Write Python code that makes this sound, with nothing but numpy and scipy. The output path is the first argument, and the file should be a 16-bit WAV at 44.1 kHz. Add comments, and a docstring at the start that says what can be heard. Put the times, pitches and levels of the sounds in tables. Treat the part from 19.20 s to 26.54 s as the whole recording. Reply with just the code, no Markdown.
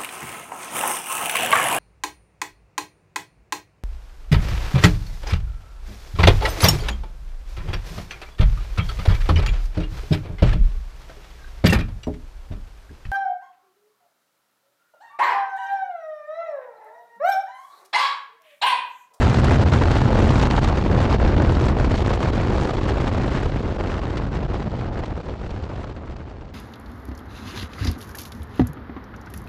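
"""Ragged blasts and lulls of wind tear past a microphone on the rider of a slowing motorcycle.
The wind is layers of shaped noise, from low rumble to fine sizzle, swelling and sinking with shared changes.
Underneath, a twin-cylinder engine drones as a stack of tones whose pitch falls with road speed.
Bands of noise, short or long, swell and sink within the wind; ticks are brief changes of the highest hiss.
The whole sound fades away."""
import sys
import numpy as np
from scipy import signal
from scipy.fft import rfft, irfft, next_fast_len
from scipy.io import wavfile
from scipy.ndimage import uniform_filter1d

SR = 44100
rng = np.random.default_rng(int(sys.argv[2]) if len(sys.argv) > 2 else 0)


def wrap_up_sound(samples):
    """Save the sound to the file named by the first command line argument, as 16-bit audio."""
    columns = np.atleast_2d(samples).T
    # keep every value between -1 and 1, then stretch to whole-number steps
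    tamed = np.clip(columns, -1, 1)
    steps = np.round(tamed * 32767).astype(np.int16)
    wavfile.write(sys.argv[1], SR, steps)


N = 323694
TIME = np.arange(N) / SR   # seconds


def from_db(db):
    """Turn decibels into gain."""
    return 10 ** (np.asarray(db) / 20)


def rms_one(x):
    """Scale a signal to unit power."""
    return x / np.sqrt(np.mean(x ** 2) + 1e-20)


def noise():
    """White noise, the raw material of all the wind."""
    return rng.standard_normal(N)


def curve(rows):
    """Join the (time, value) points of a table by straight lines, at every sample."""
    times, values = np.transpose(rows)
    return np.interp(TIME, times, values)


def coloured(x, spectrum):
    """Give a signal the tone colour of a (frequency, level) table, at unit power."""
    hz, level_db = np.transpose(spectrum)
    size = next_fast_len(N)
    bins_hz = np.maximum(np.arange(size // 2 + 1) * SR / size, 1)
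    gain = from_db(np.interp(np.log(bins_hz), np.log(hz), level_db, left=-120, right=-120))
    return rms_one(irfft(rfft(x, size) * gain, size)[:N])


def wander(rate_hz):
    """Random motion with all speeds up to a given rate; spread 1."""
    sos = signal.butter(2, rate_hz, fs=SR, output="sos")
    settled = signal.sosfilt(sos, rng.standard_normal(N + SR))[SR:]
    return rms_one(settled)


def steadied(x, span_s):
    """Hold the power even over a span, keeping all faster swings."""
    size = int(span_s * SR)
    power = uniform_filter1d(uniform_filter1d(x ** 2, size), size)
    return x / np.sqrt(power + 1e-12)


def bell(times, centre_s, half_length_s):
    """A smooth bump in time, 1 at its centre."""
    return np.exp(-.5 * ((times - centre_s) / half_length_s) ** 2)


def swells(rows):
    """Add up bell-shaped rises and drops in dB, one curve for each level column."""
    change_db = np.zeros((len(rows[0]) - 2, N))
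    for s, length, *peaks_db in rows:
        near = slice(*np.searchsorted(TIME, [s - 4 * length, s + 4 * length]))
        change_db[:, near] += np.outer(peaks_db, bell(TIME[near], s, length))
    return change_db


# how fast the motorcycle goes: (time [s], road speed [mph])
SPEED = [(0, 83), (1, 79.5), (2, 76), (3, 71.5), (4, 67.5), (5, 64), (6, 61.5), (7.34, 59.5)]


def road_speed():
    """The bike slows down, which moves the engine pitch and the deep thumps; mph."""
    return curve(SPEED)


# level of the upper wind, scaled by each layer that uses it: (time [s], level [dB])
UPPER_WIND = [(0, -2), (0.35, -1.2), (0.85, -3), (1.2, 0.5), (1.63, -5.5), (1.85, -2.5), (2.2, -3.5),
              (2.9, -3.5), (3.15, -4.5), (3.7, -6), (4.2, -6), (4.42, -11), (4.7, -9.5), (5.15, -11),
              (5.75, -14), (6.05, -16), (6.6, -16), (7.34, -25.5)]


def upper_wind_level():
    """The upper wind's level sinks unevenly and fades out; dB."""
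    return curve(UPPER_WIND)


def lesser_changes(count=200, per_s=7, half_s=0.0037, roar_db=-3.5, hiss_db=0.5):
    """Brief changes at random times weaken the roar and lift the hiss a little; rows as for the lulls."""
    gap, length, roar, hiss = rng.random((count, 4)).T
    s = np.cumsum(-np.log(1 - gap)) / per_s
    half_lengths_s = half_s * 2 ** (2 * length - 1)
    return np.transpose([s, half_lengths_s, roar_db * 2 * roar, hiss_db * 2 * hiss])


# brief changes of the wind, mostly rises of roar or hiss; each wind layer scales them:
# (time [s], half length [s], change of roar [dB], change of hiss [dB])
BLASTS = [(0.025, 0.0048, 13, 4.5), (0.074, 0.0092, 5, 0.5), (0.197, 0.0022, 6, 3), (0.244, 0.004, 3, 3),
          (0.287, 0.0032, 3, 0), (0.32, 0.015, 7, 1.5), (0.392, 0.0045, 6, -4), (0.469, 0.0024, 7, -3),
          (0.538, 0.009, 6.5, 5), (0.62, 0.01, 11, 3.5), (0.718, 0.0071, 1, 3), (0.768, 0.014, 2, 3),
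          (0.997, .009, 5, 1), (1.232, 0.011, 1.5, 2), (1.311, 0.0017, 1, 5), (1.345, 0.0043, 4, -4),
          (1.379, .0085, 9, 2), (1.441, 0.0055, 6, 6), (1.485, .0047, 8, 8), (1.531, 0.0022, 11, -2),
          (1.573, 0.0081, 4, 4), (1.657, 0.0069, 10, 1.5), (1.711, 0.0068, -1, -0.5),
          (1.82, 0.017, -2, 3.5), (1.934, 0.029, 1.5, 3.5), (2.041, .0049, 2, 3.5), (2.08, .003, -1, 6),
          (2.222, 0.0026, 3, 7), (2.466, .0045, 5, 0), (2.489, .003, 3, 6), (2.722, .003, 2, 3),
          (2.909, .0025, 9, 5), (3.033, .0045, 4, 4.5), (3.163, 0.0026, -6, 3), (3.693, .0063, 6, 8),
          (3.814, 0.0034, 1, 7), (3.882, 0.0051, 4.5, 5.5), (4.161, .011, 0.5, 3), (4.457, .011, 1.5, 0),
          (4.602, 0.0036, 14, 3), (4.653, .004, 4, -5), (4.704, 0.044, 1.5, 2), (4.976, .0053, 3, 10),
          (5.152, 0.0082, -1, 6), (5.352, 0.0078, 3.5, 6), (5.399, 0.0026, 2, 5), (5.428, 0.0027, -1, 5),
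          (5.612, 0.0076, 7, 4), (5.786, 0.014, 4.5, 3), (5.84, .005, 4, 4), (5.923, .006, 15, -1),
          (5.978, 0.0045, 7, 3), (6.095, 0.009, 4, 2), (6.261, 0.0088, 3, 1.5), (6.308, 0.0062, -1, 3),
          (6.438, 0.0021, 1, 5), (6.625, .01, -1, 3.5), (6.918, .006, 0, 5), (6.968, 0.0027, -6, 7),
          (7.013, 0.0084, 4, 1), (7.098, 0.01, -3, 4), (7.219, 0.011, 1, 3)]
# brief drops of the wind, shallow or deep, mostly in both roar and hiss, scaled likewise:
# (time [s], half length [s], change of roar [dB], change of hiss [dB])
LULLS = [(0.215, 0.0071, -3, -4), (0.378, 0.0055, -4, -4), (0.447, 0.0037, -8, -35),
         (0.511, 0.0034, -10, -9), (0.605, 0.0054, -14, -3.5), (0.644, 0.0028, -10, -5),
         (0.8, 0.01, -4, 0.5), (0.9, .008, 2, -4), (1.291, 0.0055, -9, -17), (1.406, 0.0057, -25, -8),
         (1.508, 0.0043, 1, -3), (1.543, 0.0067, -3, -2), (1.633, 0.0065, -12, -0.5),
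         (1.682, 0.0074, -9.5, -2), (1.887, 0.0099, -6, -2.5), (1.978, 0.01, -18, -8),
         (2.157, 0.0037, -11, -6), (2.387, 0.0042, -8, -4), (2.545, 0.021, -2.5, -8), (2.68, 0.011, 0, -6),
         (2.838, 0.0044, -8, -9), (2.988, 0.0073, -10, -7), (3.115, 0.0058, -17, -12),
         (3.262, 0.013, -4, -1), (3.524, 0.0051, -7, -5), (3.562, 0.0032, -23, -7),
         (3.604, 0.0039, -11, -7), (3.907, 0.0039, -18, -6), (4.099, 0.0027, -9, -8),
         (4.287, 0.0054, -12, 1), (4.312, 0.0046, -17, -6), (4.422, 0.0052, -19, -1),
         (4.536, 0.0045, -15, -1), (4.577, 0.0036, -16, -17), (4.809, 0.0035, -15, -7),
         (5.06, 0.0023, -6, -14), (5.102, 0.009, -9, -7), (5.275, 0.0047, -42, -10), (5.45, 0.0051, -9, -2),
         (5.5, 0.0089, -20, -2), (5.707, 0.011, -3.5, -6), (5.86, 0.0055, -12, 6), (5.938, 0.009, -10, -3),
         (6.025, 0.0058, -23, -4), (6.175, 0.014, -9, -2.5), (6.288, 0.0038, -10, -3),
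         (6.411, 0.0038, -6, -3), (6.484, 0.0038, -11, -4), (6.662, 0.0031, -10, -5),
         (6.739, 0.0057, -16, -8), (6.803, 0.013, -2, -4), (6.84, 0.0081, 1, -5), (6.95, 0.0035, -13, -10),
         (7.045, 0.0088, -7, -3), (7.17, .02, -2, 0), (7.295, 0.026, -3.5, 1.5)]


def blasts_and_lulls():
    """Brief changes of the roar and the hiss add up, levelling off softly where they grow large; dB."""
    change_db = swells(BLASTS) + swells(LULLS) + swells(lesser_changes())
    # one row for the roar, one for the hiss
    rise_limit_db, drop_limit_db = [[8.5], [5.5]], [[31], [16]]
    limit_db = np.where(change_db > 0, rise_limit_db, drop_limit_db)
    return limit_db * np.tanh(change_db / limit_db)


# colour of the deep thumps: (frequency [Hz], level [dB per Hz])
THUMP = [(12, -37), (23, -10.5), (30, -5.5), (45, -4.5), (62, -2), (85, -21), (140, -19.5)]
# colour of the low buffeting: (frequency [Hz], level [dB per Hz])
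BUFFET = [(35, -6), (58, -7), (84, 4), (102, -1), (122, -0.5), (160, -13), (230, -25), (400, -47.5)]


def buffeting(mph):
    """Large eddies press on the microphone as a lumpy rumble, the slowest as deep thumps."""
    # above 77.6 mph the thumps thin out
    thump_db = -0.3 - 1.9 * np.maximum(mph - 77.6, 0)
    thump = from_db(thump_db) * coloured(noise(), THUMP)
    return steadied(thump + coloured(noise(), BUFFET), span_s=0.034)


# level of the low buffeting, before a small lift: (time [s], level [dB])
RUMBLE_LEVEL = [(0, -15.5), (1.6, -19.5), (2.35, -18.5), (3.2, -21.5), (4.15, -24), (4.55, -26),
                (5.35, -27), (6.05, -29.5), (6.6, -35), (7.34, -39.5)]
# the low buffeting heaves and slackens: (time [s], half length [s], change [dB])
HEAVES = [(0.14, 0.014, -16), (0.9, .012, -3), (1.3, .012, -2), (1.625, .02, -7), (2.12, .012, -8),
          (2.555, 0.013, -9), (3.01, .016, -7), (3.49, .018, -15), (4.266, 0.01, 6), (4.42, 0.013, -9),
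          (4.543, 0.011, -4), (5.229, 0.014, -10), (5.867, .012, -9), (6.03, 0.017, -16), (6.165, .02, -7),
          (6.264, .012, 5), (6.8, .014, -12), (6.918, 0.011, 4)]


def rumble(pressure, roar_change_db):
    """The low pressure swings heave and slacken, and sink partway in the lulls."""
    heave_db, = swells(HEAVES)
    lull_db = 0.45 * np.minimum(roar_change_db, 0)
    return from_db(curve(RUMBLE_LEVEL) + 1.3 + heave_db + lull_db) * pressure


def flutter(pressure, tearing_db=3.0, puff_db=2.57, ripple_db=3.5, lead_s=0.0068):
    """Flow tears off just ahead of each pressure swing, in puffs and smaller eddies; dB, before scaling."""
    swing = rms_one(signal.sosfilt(signal.butter(1, 50, fs=SR, output="sos"), pressure))
    tearing = tearing_db * np.tanh(np.interp(TIME + lead_s, TIME, swing))
    puffs = puff_db * np.tanh(wander(rate_hz=85))
    ripples = ripple_db * np.tanh(wander(rate_hz=227))
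    return tearing + puffs + ripples


def spits(per_s=70, rise_db=1.5, decay_s=0.0044):
    """Tight vortices snap past at random: sudden rises of random size up to rise_db, and a quick decay."""
    snaps = (rng.random(N) < per_s / SR) * rng.random(N)
    # the tiny offset keeps the filter from running on vanishing numbers
    return rise_db * signal.lfilter([1], [1, -np.exp(-1 / (decay_s * SR))], snaps + 1e-18)


def turbulence(spectrum, change_db, flutter_db, clump_db, grain_db, smooth_db):
    """Tiny vortices burst in clumps where the flow tears off, over a smooth stream that fills the lulls."""
    clumps_db = clump_db * np.tanh(wander(rate_hz=22.8))
    grains_db = grain_db * np.tanh(wander(rate_hz=530))
    bursts = noise() * from_db(flutter_db + clumps_db + grains_db)
    stream = from_db(smooth_db) * coloured(noise(), spectrum)
    return from_db(change_db) * steadied(coloured(bursts, spectrum), span_s=0.041) + stream


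# level of the roar, before a small cut: (time [s], level [dB])
ROAR_LEVEL = [(0, -22), (0.8, -20.5), (1.05, -19), (1.55, -24.5), (1.75, -20), (2.3, -21), (2.95, -22),
              (3.35, -22.5), (4.3, -25), (4.75, -27.5), (5.65, -29), (6.05, -33), (6.55, -33),
              (7.34, -41.5)]
# colour of the roar: (frequency [Hz], level [dB per Hz])
ROAR = [(90, -11), (160, -2.5), (195, -0.5), (235, -1.9), (290, -2.04), (400, -4), (600, -8.5),
        (850, -12.5), (1500, -27), (3000, -65)]


def roar(roar_change_db, flutter_db):
    """The body of the wind: turbulence that swells and sinks with the blasts and lulls."""
    torn = turbulence(ROAR, 0.67 * roar_change_db, 1.12 * flutter_db,
                      clump_db=1.7, grain_db=0.5, smooth_db=-18.0)
    return from_db(curve(ROAR_LEVEL) - 1.4) * torn


# colour of the rush: (frequency [Hz], level [dB per Hz])
RUSH = [(300, -21), (550, -3.5), (800, -0.5), (1050, -1.5), (1500, -4.5), (2100, -10), (3000, -19),
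        (6000, -54)]


def rush(wind_db, middle_change_db, crackle_db):
    """The middle of the wind: turbulence that follows the upper wind's level dB for dB."""
    torn = turbulence(RUSH, 1.4 * middle_change_db, 0.96 * crackle_db,
                      clump_db=2.0, grain_db=2.5, smooth_db=-27.0)
    return from_db(-27.5 + wind_db) * torn


# level of the highest hiss on top of the upper wind's level, a third as strong in the hiss:
# (time [s], level [dB])
TREBLE = [(0, 2), (0.8, -1), (1.2, -0.5), (1.7, -3), (2.15, -7.5), (2.4, -1.5), (2.8, -1), (3.05, -1),
          (3.24, -2.5), (3.42, 3.5), (3.7, -2), (4.5, 0.5), (5.25, -3.5), (6.2, 1.5), (7.34, 1.5)]


def treble():
    """The top of the wind brightens and dulls along the way; dB."""
    return curve(TREBLE)


# colour of the hiss: (frequency [Hz], level [dB per Hz])
HISS = [(1200, 0.5), (2000, -1), (2800, 1), (4400, -2.5), (5800, -11), (7400, -20.5), (9000, -38),
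        (12000, -65)]


def hiss(wind_db, treble_db, hiss_change_db, crackle_db):
    """Fine turbulence hisses, and sinks a little faster than the rush."""
    torn = turbulence(HISS, 1.65 * hiss_change_db, 0.92 * crackle_db,
                      clump_db=3.5, grain_db=3.5, smooth_db=-11.0)
    return from_db(-36.5 + 1.098 * wind_db + 0.33 * treble_db + 0.57) * torn


# colour of the sizzle, the highest hiss: (frequency [Hz], level [dB per Hz])
SIZZLE = [(3500, -24.5), (5500, -2.5), (7300, -2.5), (8800, -12), (10200, -19), (12000, -27.5),
          (15000, -37)]


def sizzle(wind_db, treble_db, hiss_change_db, crackle_db):
    """The finest turbulence sizzles, follows the upper wind's level most steeply, and carries the ticks."""
    # a few very tight vortices also tick at random
    random_ticks_db = spits(per_s=7.5, rise_db=20.5, decay_s=0.0012)
    torn = turbulence(SIZZLE, 1.95 * hiss_change_db + ticks(), 0.5 * crackle_db + random_ticks_db,
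                      clump_db=4.5, grain_db=4.0, smooth_db=-15)
    return from_db(-48.5 + 1.32 * wind_db + treble_db) * torn


# exhaust tones, levels relative to each other: (multiple of the firing rate [1], level [dB])
EXHAUST = [(.5, -6.5), (1, 0), (1.5, -3.5), (2, -17.5), (2.5, -9.5), (3, -19.5), (4, -41)]
# level of the whole engine: (time [s], level [dB])
ENGINE_LEVEL = [(0, -22), (0.8, -27.5), (1.6, -22), (4.2, -38.5), (6, -40), (7.34, -58)]


def engine(mph, unsteady=0.0028, rough_db=0.0):
    """Two unevenly spaced firings per cycle give tones at half multiples of the firing rate."""
    firings_per_s = 1.129 * mph * (1 + unsteady * wander(rate_hz=9.2))
    firings = np.cumsum(firings_per_s) / SR
    drone = np.zeros(N)
    for multiple, level_db in EXHAUST:
        phase = 2 * np.pi * (multiple * firings + rng.random())
        drone += from_db(level_db + rough_db * wander(rate_hz=12)) * np.sin(phase)
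    return from_db(curve(ENGINE_LEVEL)) * rms_one(drone)


# bands of noise within the wind, before the lulls weaken them:
# (time [s], half length [s], centre frequency [Hz], level [dB])
BANDS = [(0.25, 0.22, 220, -26), (1.12, 0.27, 227, -26.5), (1.45, 0.064, 117, -21),
         (1.413, 0.15, 895, -34.5), (1.704, 0.078, 173, -23), (1.68, 0.044, 376, -26),
         (1.974, 0.28, 200, -30), (2.2, 0.056, 288, -24.5), (2.15, 0.25, 54.3, -24),
         (3.26, 0.095, 188, -30), (3.36, 0.17, 328, -30), (4.068, 0.14, 257, -32), (4.35, 0.046, 116, -26),
         (4.764, 0.11, 1160, -44), (5.197, 0.11, 147, -31), (5.284, 0.097, 49, -26.5),
         (5.473, 0.049, 191, -30), (5.65, .35, 690, -47), (6.7, 0.32, 1120, -54.5),
         (6.096, 0.041, 397, -37.5), (6.5, 0.48, 72, -36), (6.55, 0.17, 113, -38)]


def noise_bands(roar_change_db, width_octaves=0.24):
    """Bands of noise, short or long, swell and sink within the wind, weaker in the lulls."""
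    out = np.zeros(N)
    for s, length, hz, level_db in BANDS:
        # the width reaches this far to either side of the centre
        edges_hz = hz * 2 ** (width_octaves * np.array([-1, 1]))
        sos = signal.butter(2, edges_hz, "band", fs=SR, output="sos")
        band = steadied(signal.sosfilt(sos, noise()), span_s=0.084)
        out += from_db(level_db) * bell(TIME, s, length) * band
    return from_db(0.5 * np.minimum(roar_change_db, 0)) * out


# brief changes of the highest hiss, mostly rises: (time [s], half length [s], change [dB])
TICKS = [(2.325, 0.0011, 17), (2.418, .001, 12), (2.456, .002, 15), (2.874, .002, 5), (2.909, .001, -3),
         (4.905, .002, 9), (5.153, 0.00092, 12)]


def ticks():
    """The highest hiss jumps for a moment, heard as ticks; dB."""
    return swells(TICKS)[0]


def scene():
    """All wind layers share the blasts and lulls, the upper ones one level; the engine lies half buried."""
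    mph, wind_db, treble_db = road_speed(), upper_wind_level(), treble()
    roar_change_db, hiss_change_db = blasts_and_lulls()
    middle_change_db = (roar_change_db + hiss_change_db) / 2
    pressure = buffeting(mph)
    flutter_db = flutter(pressure)
    # only the upper layers are quick enough to spit
    crackle_db = flutter_db + spits()
    low_wind = rumble(pressure, roar_change_db) + roar(roar_change_db, flutter_db)
    high_wind = (rush(wind_db, middle_change_db, crackle_db)
                 + hiss(wind_db, treble_db, hiss_change_db, crackle_db)
                 + sizzle(wind_db, treble_db, hiss_change_db, crackle_db))
    return (low_wind + high_wind + engine(mph) + noise_bands(roar_change_db))[None]


def record(dry, ceiling=0.6, cutoff_hz=15000):
    """The microphone rounds off the strongest peaks, and the top is cut."""
    rounded = dry / (1 + (dry / ceiling) ** 6) ** (1 / 6)
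    return signal.sosfilt(signal.cheby2(12, 70, cutoff_hz, fs=SR, output="sos"), rounded)


dry = scene()
out = record(dry)
wrap_up_sound(out)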